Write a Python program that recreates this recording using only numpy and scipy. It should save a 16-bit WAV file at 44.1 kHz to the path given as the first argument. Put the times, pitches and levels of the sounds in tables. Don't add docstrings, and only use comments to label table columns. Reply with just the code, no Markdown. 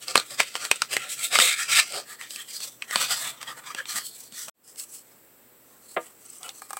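import sys
import numpy as np
from scipy import signal
from scipy.fft import rfft, irfft
from scipy.io import wavfile

SR = 44100
rng = np.random.default_rng(int(sys.argv[2]) if len(sys.argv) > 2 else 0)


def store_wav(level_fs):
    pcm = np.round(np.clip(np.atleast_2d(level_fs), -1, 1) * 32767)
    wavfile.write(sys.argv[1], SR, pcm.T.astype(np.int16))


N = 299439
TIME = np.arange(N) / SR

RUB_EDGES_HZ = [1100, 3000, 9700]
# frequency in Hz, width in Hz, lift in dB.
STACK_MODES = [(515, 42, 14.4), (810, 66, 1.9), (1330, 95, 2.6), (1954, 91, 4.4), (3450, 140, 3.2),
               (4430, 1100, 6.2), (7890, 550, 12)]
# start in seconds, length in seconds, level in dB, body and rasp in dB from that level.
SLEEVE_STROKES = [(0.011, 0.024, -39.5, -20, -11), (0.077, 0.044, -38, -9.5, -6.5),
                  (0.149, 0.053, -34.5, -5.5, 2), (0.236, 0.063, -48, -18, -11.5),
                  (0.299, 0.054, -39.5, -10, -9), (0.386, 0.029, -28.5, -8.5, -1.5),
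                  (0.453, 0.061, -45, -20, -4.5), (0.546, 0.028, -37.5, -9.5, -4),
                  (0.599, 0.06, -35, -13, -1.5), (0.653, 0.15, -43.5, -19, -2.5),
                  (0.804, 0.054, -45.5, -8, -2), (0.908, 0.054, -32, -7.5, -4.5),
                  (0.972, 0.1, -41, -9.5, 0.5), (1.087, 0.058, -33, -29, -14.5),
                  (1.169, 0.091, -34.5, -24, -6.5), (1.226, 0.033, -32.5, -34.5, -35),
                  (1.323, 0.049, -23, -11.5, -1.5), (1.388, 0.07, -18.5, -18, -5.5),
                  (1.46, 0.067, -26, -27, 0), (1.57, 0.065, -28.5, -29.5, -0.5),
                  (1.679, 0.044, -33, -10, -1), (1.709, 0.067, -22.5, -22.5, -3.5),
                  (1.779, 0.02, -20.5, -20, -2), (1.841, 0.1, -42, -16.5, -7.5),
                  (1.924, 0.068, -35.5, -2, -2)]
# start in seconds, length in seconds, level in dB, body and rasp in dB from that level.
STACK_STROKES = [(2.071, 0.071, -43.0, -17, -4.5), (2.198, 0.05, -43.5, -17, 2),
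                 (2.296, 0.073, -42.5, -40, -16), (2.371, 0.051, -41.5, -35, -4),
                 (2.46, 0.064, -44, -35, -7.5), (2.526, 0.055, -39.5, -24, -12),
                 (2.599, 0.077, -38, -13.5, -10.5), (2.675, 0.1, -57.5, -10, -19),
                 (2.796, 0.068, -55.5, -14.5, 1), (2.903, 0.096, -34, -15, -2.5),
                 (2.99, 0.054, -26, -10, 0), (3.093, 0.04, -25, -12.5, -2),
                 (3.143, 0.15, -33.5, -15.5, -7.0), (3.227, 0.054, -40, -5, 6), (3.276, 0.11, -53.5, -5, 2),
                 (3.408, 0.013, -43, -3, 4), (3.464, 0.061, -43, 0, 1.5), (3.559, 0.037, -47, -1, -2.5),
                 (3.642, 0.078, -45.5, -5.5, 2.5), (3.771, 0.029, -41, -20, 4.5),
                 (3.879, 0.065, -33.5, -22.5, -5.5), (3.95, 0.036, -28.5, -12, -6),
                 (4.025, 0.064, -41.5, -40, -25), (4.097, 0.17, -47.5, -19, -19),
                 (4.337, 0.12, -40, -28, -11), (4.478, 0.01, -40.5, -5, -6)]


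def sleeve_rub():
    # frequency in Hz, density in dB per Hz.
    sleeve_colour = [(88, -62.5), (150, -29.5), (297, -11.5), (647, -1), (974, -14), (1230, -8.5),
                     (2080, -1), (2390, 3), (2900, -6), (3880, -2.5), (6450, -8.5), (8150, -12),
                     (11100, -13.5), (15800, -15)]
    # frequency in Hz, width in Hz, lift in dB.
    sleeve_modes = [(654, 73, -5), (1350, 180, 4.5), (1700, 230, 3), (2200, 370, -3), (3213, 35, 7),
                    (3800, 180, -0.5), (7960, 800, 14)]
    return rub(SLEEVE_STROKES, sleeve_colour, sleeve_modes, slips_per_s=3200, spread_db=-1.5,
               smooth_db=-0.5, judder_db=1.73, hiss_db=1.5)


def stack_rub():
    # frequency in Hz, density in dB per Hz.
    stack_colour = [(88, -103), (150, -91), (226, -5), (413, -17), (543, -17), (660, -3), (1050, -2.5),
                    (1930, 4.5), (2120, 2), (2480, 1.5), (6450, 4), (7990, 3.5), (9520, 3.5), (15800, 4)]
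    return rub(STACK_STROKES, stack_colour, STACK_MODES, slips_per_s=2500, spread_db=-0.5,
               smooth_db=4.5, judder_db=1.5, hiss_db=4.0)


def finger_rub():
    # start in seconds, length in seconds, level in dB, body and rasp in dB from that level.
    finger_strokes = [(4.647, 0.081, -46.5, -16, -16), (4.781, 0.038, -33, -45, -18),
                      (4.876, 0.12, -45, -33, -20), (5.039, 0.13, -64, -7.5, -9),
                      (5.636, 0.17, -63.5, -7, -8.5), (5.805, 0.09, -52, -17.0, -15),
                      (5.882, 0.063, -48, -23, -14), (5.983, 0.129, -50.5, -13.0, -9.5),
                      (6.158, 0.33, -53, -23, -13.5), (6.424, 0.065, -43.5, -0.5, -2),
                      (6.483, 0.18, -50.5, -21, -19), (6.616, 0.38, -48.5, -17.5, -8)]
    # frequency in Hz, density in dB per Hz.
    finger_colour = [(180, -38.5), (300, -27), (633, -18.5), (759, -4), (882, -13), (1110, -5.5),
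                     (1430, -10.5), (2910, -9), (3610, -5.5), (6240, 5.5), (8140, 8.5), (15800, 28)]
    return rub(finger_strokes, finger_colour, STACK_MODES, slips_per_s=1900, spread_db=-7.0,
               smooth_db=6.0, judder_db=2.5, hiss_db=-1)


def rub(strokes, spectrum, modes, slips_per_s, spread_db, smooth_db, judder_db, hiss_db):
    sizes = from_db(spread_db * np.minimum(rng.exponential(1, N), 4)) * rng.choice([-1, 1], N)
    slips = rms_one(sizes * (rng.random(N) < slips_per_s / SR))
    catches_per_s, catch_db = 110, -9
    catches = rms_one(rng.standard_normal(N) * (rng.random(N) < catches_per_s / SR))
    smooth = from_db(smooth_db) * rng.standard_normal(N)
    judder = from_db(judder_db * drift(31))
    friction = (slips + from_db(catch_db) * catches + smooth) * judder
    sound = colour(friction, spectrum)
    for hz, width_hz, lift_db in modes:
        sound = sound + (from_db(lift_db) - 1) * resonate(sound, hz, width_hz)
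    sound = flexing(sound, low_hz=410.3, high_hz=5793, sharpness=17, lift_db=1.0, shift_db=11.0)
    registers = split(sound, RUB_EDGES_HZ)
    body, rasp, scratch, hiss = [band * gain for band, gain in zip(registers, stroke_levels(strokes))]
    return body + rasp + scratch + from_db(hiss_db) * hiss


def flexing(sound, low_hz, high_hz, sharpness, lift_db, shift_db, count=18):
    pitches = np.geomspace(low_hz, high_hz, count) * np.exp(rng.normal(0, .03, count))
    flexed = sound
    for hz in pitches:
        lift = from_db(lift_db + shift_db * np.tanh(drift(3.9)))
        flexed = flexed + resonate(sound, hz, hz / sharpness) * (lift - 1)
    return flexed


def stroke_levels(strokes):
    attack_s, attack_share = 0.013, 0.6
    swell_db, release_s = 3.5, 0.024
    base_hiss_db, hiss_loss_per_rasp = -9.5, .25
    t, power = TIME[::64], 0
    for start_s, length_s, db, body_db, rasp_db in strokes:
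        age = t - start_s
        attack = np.clip(.5 + age / (attack_s + attack_share * length_s), 0, 1)
        swell = from_db(-swell_db * (2 * np.clip(age / length_s, 0, 1) - 1) ** 2)
        release = np.exp(-np.maximum(age - length_s, 0) / release_s)
        stroke_hiss_db = base_hiss_db - hiss_loss_per_rasp * rasp_db
        registers = from_db(db + np.array([body_db, rasp_db, 0, stroke_hiss_db]))
        power = power + np.outer(registers, attack * swell * release) ** 2
    return [np.interp(TIME, t, np.sqrt(p)) for p in power]


def snaps():
    # time in seconds, level in dB before the common level,
    # ring in Hz, body in dB and crispness in dB, both against the rasp.
    edge_snaps = [(0.0819, -25, 5000, 2, 19), (0.1558, -6, 1240, -6, -5.5), (0.1698, -21, 4330, 0, 15),
                  (0.1771, -12.5, 4170, 0.5, 10), (0.1985, -24.5, 4100, -1, 10),
                  (0.398, -21, 2120, -9, -17), (0.402, -10, 2200, -7.5, -5),
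                  (0.5536, -22.5, 2070, -5.5, -3), (0.6511, -24, 2090, -14, 5), (0.7137, -8.5, 2510, -9, 0),
                  (0.8196, -14, 1400, -11.5, 0.5), (0.9668, -15, 2030, -9.5, -4.5),
                  (1.3554, -13, 1240, -14.5, -9), (1.3879, -10.5, 1270, -4.5, 0), (1.4, -11, 1880, -37, -4),
                  (1.7917, -21.5, 2375, -43, -16.5), (1.7982, -11.5, 2360, -38.5, 5),
                  (2.2124, -31, 1940, -24, -7), (2.307, -32, 3030, -6, 15.5), (2.3604, -30, 2570, -1, 20),
                  (2.604, -33, 4440, -4, 12), (2.8223, -24.5, 2440, -28, -7.5),
                  (2.9101, -26.5, 1960, -10, 0.5), (2.958, -13, 4530, -2.5, 3), (3.414, -36, 1920, -21, -3),
                  (3.4288, -30.5, 1680, -5.5, 3.5), (3.7478, -28, 2570, -5, 1),
                  (3.8555, -34, 3650, -11.5, -1), (4.4833, -34.5, 1350, -4, 4),
                  (4.7971, -33.5, 4573, -6.5, 29.5), (6.4917, -31, 3620, -11, 12)]
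    # time in seconds, level in dB before the common level.
    corner_ticks = [(0.109, -32), (0.5417, -38), (0.758, -31), (1.9228, -30.5), (2.3354, -41.5),
                    (4.323, -40), (4.759, -44), (6.431, -34)]
    # frequency in Hz, density in dB per Hz.
    snap_colour = [(40, -38), (160, -12.5), (290, -11), (500, -0.5), (1200, -2), (2500, -1), (4500, 2.5),
                   (6800, -2.5), (8200, -1), (9800, -6.5), (13000, -12.5), (16000, -22)]
    level_db = -12.5
    drag_db, drag_s = -19, 0.0021
    crack_s, flutter_s, flutter_db = .0012, 0.007, -17
    ring_width_hz, ring_db = 240, 7.5
    zing_hz, zing_width_hz, zing_db = 8160, 350, 6.5
    lead = SR // 64
    out, t = np.zeros(N + SR), TIME[:SR // 16] - lead / SR
    drag = from_db(drag_db) * np.exp(-abs(t) / drag_s)
    release = np.exp(-abs(t) / crack_s) + from_db(flutter_db) * np.exp(-abs(t) / flutter_s)
    # ring 8200 Hz, body -0.5 dB, crispness 16 dB
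    ticks = [(s, db, 8200, -0.5, 16) for s, db in corner_ticks]
    for s, db, hz, body_db, crisp_db in list(edge_snaps) + ticks:
        crack = colour(rng.standard_normal(len(t)) * np.where(t < 0, drag, release), snap_colour)
        crack = crack + from_db(ring_db) * resonate(crack, hz, ring_width_hz) \
            + from_db(zing_db) * resonate(crack, zing_hz, zing_width_hz)
        body, rasp, crisp = split(crack, RUB_EDGES_HZ[:2])
        snap = rms_one(from_db(body_db) * body + rasp + from_db(crisp_db) * crisp)
        at = max(round(s * SR) - lead, 0)
        out[at:at + len(t)] += from_db(db + level_db) * snap
    return out[:N]


def chatters(slips_per_s, sharpness):
    # middle in seconds, length (Gaussian spread) in seconds, mode in Hz, level in dB.
    card_chatters = [(0.414, 0.022, 7800, -46.5), (1.736, 0.024, 2320, -24.5), (1.795, 0.011, 3850, -24.5),
                     (1.796, 0.0051, 2390, -19.5), (2.12, 0.039, 1720, -50), (2.824, 0.0013, 2560, -25),
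                     (3.02, 0.042, 2510, -33.5), (3.496, 0.014, 3240, -39.5), (3.52, 0.017, 1194, -41),
                     (3.708, 0.0072, 1184, -38.5), (3.796, 0.011, 1675, -30), (3.798, 0.014, 535, -45.5),
                     (3.906, 0.018, 4280, -35), (4.08, 0.049, 4300, -50), (6.26, 0.0033, 8070, -43.5),
                     (6.302, 0.0031, 8100, -41), (6.332, 0.0033, 8140, -45), (6.384, 0.0046, 8100, -40)]
    out = np.zeros(N)
    for s, length_s, hz, db in card_chatters:
        near = abs(TIME - s) < .25
        slips = rng.standard_normal(near.sum()) * (rng.random(near.sum()) < slips_per_s / SR)
        width_hz = hz / sharpness
        tone = rms_one(resonate(resonate(slips, hz, width_hz), hz, width_hz))
        out[near] += tone * from_db(db) * np.exp(-.5 * ((TIME[near] - s) / length_s) ** 2)
    return out


def closing_taps():
    # time in seconds, level in dB before the common level.
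    tap_contacts = [(6.6192, -8), (6.7060, -4), (6.7311, -1.5), (6.7690, -1)]
    # frequency in Hz, level in dB before the tap's, t60 in seconds.
    tap_modes = [(792, 2.5, 0.033), (896, -7, .05), (1080, 0, 0.032), (1248, 5, 0.03), (1670, 1.5, 0.024),
                 (2380, -19, 0.19), (3470, -26, 0.033), (4500, -24, 0.037), (7700, -14, .02),
                 (8200, -9, .02), (8240, 9.5, 0.013)]
    return strike(tap_contacts, tap_modes, level_db=-31.5, scuff_db=0.5, scuff_s=0.0052, low_cut_hz=480)


def knock(soft_hz):
    # time in seconds, level in dB before the common level.
    knock_contacts = [(5.9640, -8), (5.9655, -6.5), (5.9692, -1), (5.9712, -1.5), (5.9768, -10),
                      (5.9805, -18)]
    # frequency in Hz, level in dB before the contact's, t60 in seconds.
    knock_modes = [(235, -16, 0.088), (331, -3.5, 0.12), (488.4, -3, 0.13), (560, -8, 0.072),
                   (642, 8.5, 0.049), (757, 2.5, 0.1), (930, -4, 0.066), (1203, 2, 0.091),
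                   (1350, 1.5, 0.024), (1680, 5.5, 0.039), (2080, 0.5, 0.026), (2830, -15, 0.031),
                   (3500, -14, 0.033)]
    hard = strike(knock_contacts, knock_modes, level_db=-26, scuff_db=14, scuff_s=0.0011, low_cut_hz=190)
    return butter(hard, soft_hz, "low", order=8)


def soft_bumps():
    # time in seconds, level in dB before the common level.
    bump_contacts = [(0.158, -7), (1.386, -5.5), (2.956, -9), (3.95, -10), (4.318, -15)]
    # frequency in Hz, level in dB before the bump's, t60 in seconds.
    bump_modes = [(135, -7.5, .12), (174, -2, 0.055), (233, 4.5, 0.11), (262, -3, .07)]
    return strike(bump_contacts, bump_modes, level_db=-35.5, scuff_db=-14, scuff_s=0.002, low_cut_hz=100)


def strike(contacts, modes, level_db, scuff_db, scuff_s, low_cut_hz):
    out, t = np.zeros(N + SR), TIME[:SR // 4]
    for s, db in contacts:
        strengths = (-1) ** np.arange(len(modes)) * from_db(rng.normal(0, 1, len(modes)))
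        ring = np.zeros(len(t))
        for strength, (hz, mode_db, t60) in zip(strengths, modes):
            ring += strength * from_db(mode_db - 60 * t / t60) * np.sin(2 * np.pi * hz * t)
        scuff = rng.standard_normal(len(t)) * np.exp(-t / scuff_s)
        at = round(s * SR)
        out[at:at + len(t)] += from_db(db + level_db) * (ring + from_db(scuff_db) * scuff)
    return butter(out[:N], low_cut_hz, "high", order=4)


def near_echoes(x):
    # delay in ms, signed gain.
    close_echoes = [(0.92, 0.052), (1.122, -0.079)]
    return x + sum(gain * np.interp(TIME - ms / 1000, TIME, x, left=0) for ms, gain in close_echoes)


def room(x, wet_db, dull_hz):
    room_t60_s = 0.096
    t = TIME[:SR // 2]
    tail = butter(rng.standard_normal(len(t)), dull_hz, "low", order=1)
    tail = tail * from_db(-60 * t / room_t60_s) * (t > .004)
    return x + from_db(wet_db) * signal.fftconvolve(x, tail / np.linalg.norm(tail))[:N]


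def background(hand_db, tone_db):
    # frequency in Hz, density in dB per Hz.
    room_tone = [(30, -30), (59, -17), (86, -20.5), (120, -18), (230, -7), (470, -7), (800, -14),
                 (1750, -16), (3500, -22), (6800, -25), (8000, -11), (9200, -24), (12000, -16),
                 (15500, -12.5)]
    tone = from_db(tone_db) * rms_one(colour(rng.standard_normal(N), room_tone))
    thuds = butter(rng.standard_normal(N), [115, 270], "band", order=4)
    thuds = thuds + 2.5 * resonate(thuds, 130, 18) + 1.5 * resonate(thuds, 320, 25)
    lumps = from_db(3 * np.tanh(drift(8)))
    thud_follows = 0.46
    pressure = stroke_levels(list(SLEEVE_STROKES) + list(STACK_STROKES))[0]
    hands = rms_one(thuds * lumps) * from_db(hand_db) * pressure ** thud_follows
    hum_hz, hum_db = 120, -77.5
    hum = from_db(hum_db) * np.sqrt(2) * np.sin(2 * np.pi * hum_hz * TIME)
    return tone + hum + hands


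def from_db(db):
    return 10 ** (np.asarray(db) / 20)


def rms_one(x):
    return x / np.sqrt(np.mean(x ** 2) + 1e-20)


def butter(x, hz, kind, order=2):
    return signal.sosfilt(signal.butter(order, hz, kind, fs=SR, output="sos"), x + 1e-18)


def drift(hz):
    step = 32
    noise = rng.standard_normal((N + SR) // step + 2)
    slow = rms_one(butter(noise, min(hz * step, SR / 4), "low")[SR // step:])
    return np.interp(np.arange(N) / step, np.arange(len(slow)), slow)


def colour(x, spectrum):
    hz, db = np.transpose(spectrum)
    grid = np.linspace(1, SR / 2, 2049)
    cepstrum = irfft(np.log(from_db(np.interp(np.log(grid), np.log(hz), db))))
    cepstrum[1:len(grid) - 1] *= 2
    cepstrum[len(grid):] = 0
    return signal.fftconvolve(x, irfft(np.exp(rfft(cepstrum))))[:len(x)]


def resonate(x, hz, width_hz):
    r = np.exp(-np.pi * width_hz / SR)
    feed = np.array([1, 0, -1]) * (1 - r * r) / 2
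    return signal.lfilter(feed, [1, -2 * r * np.cos(2 * np.pi * hz / SR), r * r], x + 1e-18)


def split(x, edges_hz):
    low = butter(x, edges_hz[0], "low", order=4)
    middle = [butter(x, pair, "band", order=4) for pair in zip(edges_hz, edges_hz[1:])]
    high = butter(x, edges_hz[-1], "high", order=4)
    return [rms_one(band) for band in [low, *middle, high]]


def scene():
    rubbing = sleeve_rub() + stack_rub() + finger_rub()
    edges = snaps() + chatters(slips_per_s=500, sharpness=9.7)
    paper = room(near_echoes(rubbing + edges + closing_taps()), wet_db=-18.5, dull_hz=6900)
    knocking = room(knock(soft_hz=3400), wet_db=-13.0, dull_hz=2980)
    return (paper + soft_bumps() + knocking + background(hand_db=-40, tone_db=-53.5))[None]


def record(dry):
    cut_s, back_s, full_s = 4.497, 4.54, 4.76
    fade = np.where(TIME < cut_s, 1, np.clip((TIME - back_s) / (full_s - back_s), 0, 1))
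    loud = np.clip(dry * fade, -1, 1)
    cutoff_hz = 15900
    return signal.sosfilt(signal.ellip(12, .2, 80, cutoff_hz, fs=SR, output="sos"), loud)


dry = scene()
out = record(dry)
store_wav(out)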